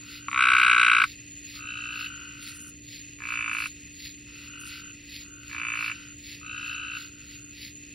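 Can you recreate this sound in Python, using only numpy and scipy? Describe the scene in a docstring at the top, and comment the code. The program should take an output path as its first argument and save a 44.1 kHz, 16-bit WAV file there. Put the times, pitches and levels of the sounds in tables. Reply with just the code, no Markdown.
"""Night in wet foliage: crickets trill, a far frog chorus hisses and a distant fan motor hums throughout.
A faint far croak opens the scene; katydids rasp in stroke-shaped noise; a close tree frog croaks at 0.3-1 s.
A croak is a rattle of about 60 throat pulses a second, each a short upward glide.
From 1.5 s more frogs farther off call, blurred by foliage; short high zips come at 2.4, 3.5 and 4.6 s.
Croaks and rasps alternate and overlap to the end, in stereo with one channel's treble phase turned."""
import sys
import numpy as np
from scipy import signal
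from scipy.fft import rfft, irfft, next_fast_len
from scipy.io import wavfile
from scipy.ndimage import uniform_filter1d, map_coordinates

SR = 44100
rng = np.random.default_rng(int(sys.argv[2]) if len(sys.argv) > 2 else 0)


def store_pcm(level_fs):
    """Save levels as 16-bit WAV."""
    pcm = np.round(np.clip(level_fs, -1, 1) * 32767).astype(np.int16)
    wavfile.write(sys.argv[1], SR, np.atleast_2d(pcm).T)


N = 350154


def amp(db):
    """Decibels to gain."""
    return 10 ** (np.asarray(db) / 20)


def unit(x):
    """x at rms 1."""
    return x / np.sqrt(np.mean(x ** 2) + 1e-20)


def along(points, hz):
    """(f/Hz, value) points, linear in log frequency."""
    f, v = np.transpose(points)
    return np.interp(np.log(hz + 1), np.log(f + 1), v)


def wobble(rate_hz):
    """Smooth random curve, rate_hz knots a second."""
    knots = rng.standard_normal(int(N * rate_hz / SR) + 4)
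    return map_coordinates(knots, [np.arange(N) * rate_hz / SR])


def filtered(x, response):
    """x times a complex response of frequency."""
    m = next_fast_len(N + SR // 4)
    return irfft(rfft(x, m) * response(np.fft.rfftfreq(m, 1 / SR)), m)[..., :N]


def noise(spectrum, side_db):
    """Stereo Gaussian noise with a dB-per-Hz spectrum; side_db sets the part the channels do not share."""
    def shape(hz):
        return amp(along(spectrum, hz)) * np.sqrt(SR / 2)

    mid, side = filtered(rng.standard_normal((2, N)), shape)
    return mid + amp(side_db) * np.array([side, -side])


def add(track, start_s, sound):
    """Mix sound into track at start_s."""
    part = track[max(0, round(start_s * SR)):][:len(sound)]
    part += sound[:len(part)]


def pulse(frog, length, dull_db):
    """One puff through the larynx: pitch slides up unevenly, each partial flares at its own time."""
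    t = np.arange(1, SR // 40) / SR
    start_hz, end_hz, glide_s = frog["glide"]
    pitch_hz = end_hz + (start_hz - end_hz) * np.exp(-(t / glide_s) ** 2)
    jitter = .016 * unit(uniform_filter1d(rng.standard_normal(len(t)), size=24))
    phase = 2 * np.pi * np.cumsum(pitch_hz * (1 + jitter)) / SR
    wave = np.zeros(len(t))
    for harmonic, db, peak_s, spread in frog["partials"]:
        flare = np.exp(-.5 * (np.log(t / (peak_s * length)) / spread) ** 2)
        gain = amp(db - dull_db * harmonic + 1.35 * rng.standard_normal())
        wave += gain * flare * np.sin(round(harmonic) * phase)
    # equal energy per pulse: rms 1 at 60 pulses a second
    return wave / np.linalg.norm(wave) * np.sqrt(SR / 60)


def rattle(frog, croaks):
    """Pulse trains that swell, slow down and lengthen their pulses as the vocal sac fills."""
    track = np.zeros(N)
    for start_s, end_s, intervals, slowing, db, swell_db, fade_db in croaks:
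        u = np.linspace(0, 1, round(intervals) + 1)
        times = start_s + (end_s - start_s) * (u + slowing * (u * np.sqrt(u) - u))
        lengths = 1 - 0.58 * np.exp(-(times - start_s) / 0.055)
        lengths *= 1 + .045 * rng.standard_normal(len(u))
        slack = np.exp(-(times - start_s) / 0.049)
        gains = amp(db - swell_db * slack - fade_db * u ** 2 + 0.66 * rng.standard_normal(len(u)))
        jittered = times + .00004 * rng.standard_normal(len(u))
        for t, length, gain, dull_db in zip(jittered, lengths, gains, 1.4 * slack):
            add(track, t, gain * pulse(frog, length, dull_db))
    return track


def carried(track, frog, leaves_db, t60_s, pan_db):
    """The sac rings and radiates no bass; ground and near leaves echo, deeper foliage scatters."""
    def voice_path(f):
        sac = 1 + sum(amp(db) * 1j * f * w / (c * c - f * f + 1j * f * w) for c, w, db in frog["ring"])
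        echoes = 1 + sum(amp(db) * np.exp(-2j * np.pi * f * s) for s, db in frog["echoes"])
        low_cut = 1 / np.sqrt(1 + (970 / (f + 1)) ** 16)
        return sac * echoes * low_cut

    def width(f):
        return amp(along([(1500, 1), (2400, -3.5), (3600, -15)], f))

    direct = filtered(track, voice_path)
    t = np.arange(SR // 4) / SR
    tails = rng.standard_normal((2, len(t))) * amp(-60 * t / t60_s) * (1 - np.exp(-t / 0.0025))
    tails /= np.linalg.norm(tails[0])
    mid, side = signal.fftconvolve(direct[None], tails, axes=1)[:, :N] * amp(leaves_db)
    # the channels differ in level and phase, mostly in the lower voice
    lean = np.tanh(np.log(amp(pan_db)) / 2)
    side = filtered(side + lean * direct, width) + filtered(direct, lambda f: .2j * width(f))
    return direct + mid + np.array([side, -side])


# far croaks: first pulse t/s, last pulse t/s, pulse intervals (rounded), relative level/dB,
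# opening swell/dB, closing fade/dB
FAR_CROAKS = [(.01, .26, 14, -50.5, 6.3, 0.5), (1.882, 2.305, 23.3, -40, 14, 6.5),
              (2.199, 2.682, 25, -46.5, 7, 5), (4.268, 4.616, 19.8, -53, 9, 11),
              (4.418, 4.895, 24.5, -43.5, 16, 3), (5.201, 5.66, 30.3, -53, 9, -6),
              (5.683, 6.12, 25, -42, 7.4, 14.5), (6.595, 7.044, 27, -42, 9.2, 4),
              (7.028, 7.506, 22, -57, 3.3, 1)]


def far_croaks():
    """Far croaks with one shared slowing (0-1), in the columns of the nearer ones."""
    slowing = .065
    return [(start_s, end_s, intervals, slowing, db, swell_db, fade_db)
            for start_s, end_s, intervals, db, swell_db, fade_db in FAR_CROAKS]


# croaks: first pulse t/s, last pulse t/s, pulse intervals, slowing (0-1), relative level/dB,
# opening swell/dB, closing fade/dB
NEAR_CROAKS = [(0.3296, 1.0164, 42, .1, -18, 12.5, 0.5)]
MIDDLE_CROAKS = [(3.1873, 3.656, 27, 0.094, -31.5, 20.3, 0), (5.4965, 5.914, 24, 0.069, -32, 18, 0)]
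BACK_CROAKS = [(1.5402, 2.0583, 31, .07, -37, 25, -0.86), (6.412, 6.9658, 33, .05, -36.5, 15.6, 0)]
# single pulses around the close croak: t/s, relative level/dB, length/full pulse, dulling/(dB per harmonic)
LONE_PULSES = [(0.2837, -29.5, 0.43, 4.5), (.314, -35.5, 0.55, -1), (1.0381, -19.5, 0.77, -1)]
# frog voices. glide: start f/Hz, end f/Hz, time constant/s;
# partials: harmonic, relative level/dB, peak t/s at full length, spread/ln(t);
# echoes off ground and leaves: delay t/s, level/dB; ring of the vocal sac: f/Hz, width/Hz, level/dB
NEAR_FROG = dict(glide=(1109, 1646, 0.0052), partials=[(1, 1.5, 0.0041, 0.49), (2, 2.5, 0.0014, 0.72),
             (3, -16.5, 0.0021, 0.61), (4, -30.5, 0.0029, 0.66), (6, -25, 0.0033, 0.43),
             (7, -23, 0.0017, 0.52)], echoes=[(.00345, -12), (.00381, -12), (.0053, -21.5), (.0135, -25.5)],
             ring=[(2030, 84.3, -18), (2880, 156, -0.5), (3877, 184, 6.5), (5440, 340, -3), (8080, 110, 8),
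             (8760, 200, -3)])
MIDDLE_FROG = dict(glide=(1130, 1542, 0.0047), partials=[(1, -5, 0.0037, 0.23), (2, 2, 0.002, 0.59),
               (3, -28.5, 0.0011, 0.59), (4, -26, 0.001, 0.61), (6, -27.5, 0.0046, 0.29),
               (7, -32, 0.0033, 0.62)], echoes=[(.00258, -14), (.00534, -14.5), (.00558, -10),
               (.0088, -15.5), (.0135, -18.5)], ring=[(1170, 490, -24), (1732, 42, 15.5), (3527, 86, 9),
               (8700, 180, -6)])
BACK_FROG = dict(glide=(1265, 1666, 0.0078), partials=[(1, -4, 0.0064, 0.28), (2, 1.5, 0.0032, 0.49),
             (3, -14.5, 0.0015, 0.94), (4, -31, .0015, .53)], echoes=[(.00235, -8.5), (.00412, -8),
             (.0099, -27)], ring=[(1213, 75, 0.5)])
FAR_FROG = dict(glide=(1290, 1528, 0.005), partials=[(1, 3, 0.0039, 0.37), (2, 5, 0.0032, 0.56),
            (3, -18, .004, 0.94)], echoes=[(.00124, -4), (.0051, -6), (.009, -7.5)],
            ring=[(2730, 310, -12.5)])


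def frogs():
    """Four distances: the farther the frog, the more the foliage blurs its pulses."""
    near = rattle(NEAR_FROG, NEAR_CROAKS)
    for t, db, length, dull_db in LONE_PULSES:
        add(near, t, amp(db) * pulse(NEAR_FROG, length, dull_db))
    middle = rattle(MIDDLE_FROG, MIDDLE_CROAKS)
    back = rattle(BACK_FROG, BACK_CROAKS)
    far = rattle(FAR_FROG, far_croaks())
    return (amp(-1.38) * carried(near, NEAR_FROG, leaves_db=-12.5, t60_s=.05, pan_db=2)
            + amp(-0.77) * carried(middle, MIDDLE_FROG, leaves_db=-5.5, t60_s=0.049, pan_db=-2.3)
            + amp(-2.0) * carried(back, BACK_FROG, leaves_db=-4.5, t60_s=0.063, pan_db=4.0)
            + amp(-5.5) * carried(far, FAR_FROG, leaves_db=-3.0, t60_s=0.17, pan_db=4.0))


def strokes(rows):
    """Gain of wing strokes that swell, hold and drop away a little faster than they rose."""
    t = np.arange(N) / SR
    level = np.zeros(N)
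    for centre_s, half_s, db in rows:
        u = (t - centre_s) / half_s
        near = abs(u) < 4
        steepness = np.where(u[near] < 0, 1.8, 2.8)
        level[near] += amp(db + 1.0) * np.exp(-.5 * abs(u[near]) ** steepness)
    return level


# katydid bouts: first full stroke t/s, strokes, stroke period/s, relative level/dB
RASP_BOUTS = [(.137, 7, .468, 0), (3.631, 2, .42, 1.5), (4.74, 2, .43, .8), (5.84, 2, .46, 1),
              (7.01, 1, .45, -1), (7.64, 1, .45, 1)]
RASP_HALF_S = 0.053
LEAD_IN_S, LEAD_IN_HALF_S, LEAD_IN_DB = 0.32, 0.056, -6.5


def rasp_strokes():
    """Per bout one soft, slower lead-in, then evenly paced full strokes: centre t/s, half length/s, level/dB."""
    rows = []
    for start_s, count, step_s, db in RASP_BOUTS:
        rows.append((start_s - LEAD_IN_S, LEAD_IN_HALF_S, LEAD_IN_DB))
        rows += [(start_s + k * step_s, RASP_HALF_S, db) for k in range(round(count))]
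    return rows


# rasp spectrum: f/Hz, relative level/(dB per Hz)
RASP_SPECTRUM = [(700, -125), (1500, -100), (2000, -80.5), (2600, -81.5), (3300, -82.5), (4300, -76),
                 (5100, -81.5), (6000, -101), (9000, -105), (10500, -95.5), (12000, -92), (15500, -96.5)]


def katydids():
    """Wing files scrape: noise in strokes, roughened by the grain of the teeth."""
    teeth = amp(1.4 * wobble(45) + 2.2 * wobble(600))
    return amp(-2) * strokes(rasp_strokes()) * teeth * noise(RASP_SPECTRUM, side_db=-40.0)


# zip bursts of another insect: first zip t/s, zips, relative level/dB
ZIP_BURSTS = [(2.435, 5, 0), (3.539, 3, 0), (4.613, 2, 1)]
ZIP_STEP_S, ZIP_HALF_S, FIRST_ZIP_HALF_S = 0.0618, .019, .012


def zip_strokes():
    """Per burst a quick even run of zips, the first shorter: centre t/s, half length/s, level/dB."""
    rows = []
    for start_s, count, db in ZIP_BURSTS:
        for k in range(round(count)):
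            half_s = ZIP_HALF_S if k else FIRST_ZIP_HALF_S
            rows.append((start_s + k * ZIP_STEP_S, half_s, db))
    return rows


# zip spectrum: f/Hz, relative level/(dB per Hz)
ZIP_SPECTRUM = [(3000, -120), (6200, -88.5), (8000, -83.5), (10000, -86.5), (12000, -93.5), (15500, -101)]


def zips():
    """Another insect's short high wing strokes: grainy noise bursts."""
    return strokes(zip_strokes()) * amp(1.8 * wobble(500)) * noise(ZIP_SPECTRUM, side_db=-16.0)


# cricket spectrum: f/Hz, mean level/(dB per Hz)
CRICKET_SPECTRUM = [(5600, -120), (6300, -99), (6750, -71.5), (7100, -88), (7600, -93), (8500, -93.5),
                    (9600, -112)]


def crickets():
    """Continuous trill: noise peaked near 6.75 kHz with a fluttering level."""
    return amp(1.3 * wobble(9.8) + 1.2 * wobble(60)) * noise(CRICKET_SPECTRUM, side_db=-23.5)


# distant frog chorus spectrum: f/Hz, mean level/(dB per Hz)
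CHORUS_SPECTRUM = [(500, -125), (800, -114), (1200, -109), (1600, -100), (2000, -85), (2250, -94),
                   (2560, -77.5), (2900, -86.5), (3400, -95), (4400, -91), (6000, -100), (9500, -108),
                   (12000, -111), (15500, -119)]


def chorus():
    """Distant frogs merged into noise, strongest near 2.56 kHz, with a fluttering level."""
    return amp(2.3 * wobble(8.7) + 1.3 * wobble(80)) * noise(CHORUS_SPECTRUM, side_db=-14.0)


# motor tones: f/Hz, mean rms level/dB before the channel trims
HUM_TONES = [(118.5, -60), (234.3, -74.5), (293, -54), (351.7, -70), (586, -82.5)]
# rumble spectrum: f/Hz, level/(dB per Hz)
RUMBLE_SPECTRUM = [(20, -104), (33, -82.5), (45, -80), (65, -71.5), (88, -77), (118, -75.5), (145, -80.5),
                   (250, -81), (330, -87.5), (500, -94), (660, -108), (1000, -130)]


def machine():
    """A distant fan motor: nearly steady tones over a low rumble."""
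    t = np.arange(N) / SR
    tones = np.zeros(N)
    for hz, db in HUM_TONES:
        level = amp(db + 0.3 * wobble(4.4)) * np.sqrt(2)
        tones += level * np.sin(2 * np.pi * hz * t + 0.13 * wobble(3))
    channel_trims = amp([[-1.3], [1.1]])
    return tones * channel_trims + noise(RUMBLE_SPECTRUM, side_db=-18.0)


def scene():
    """The garden at night."""
    return frogs() + katydids() + zips() + crickets() + chorus() + machine()


# treble phase of the first channel against the second, turned in bands: f/Hz, phase/rad
TREBLE_PHASE = [(5950, 0), (6450, 2.8), (7000, np.pi), (7600, np.pi), (8300, 3.5), (9200, 2 * np.pi),
                (11800, 2 * np.pi), (12700, 3 * np.pi), (14300, 3 * np.pi), (15100, 4 * np.pi)]
TOP_HZ = 15750


def record(dry):
    """Stereo treble: one channel's phase turned in bands, nothing kept above TOP_HZ."""
    def response(hz):
        turned = np.exp(1j * along(TREBLE_PHASE, hz))
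        return np.array([turned, np.ones(len(hz))]) * (hz < TOP_HZ)

    return filtered(dry, response)


dry = scene()
out = record(dry)
store_pcm(out)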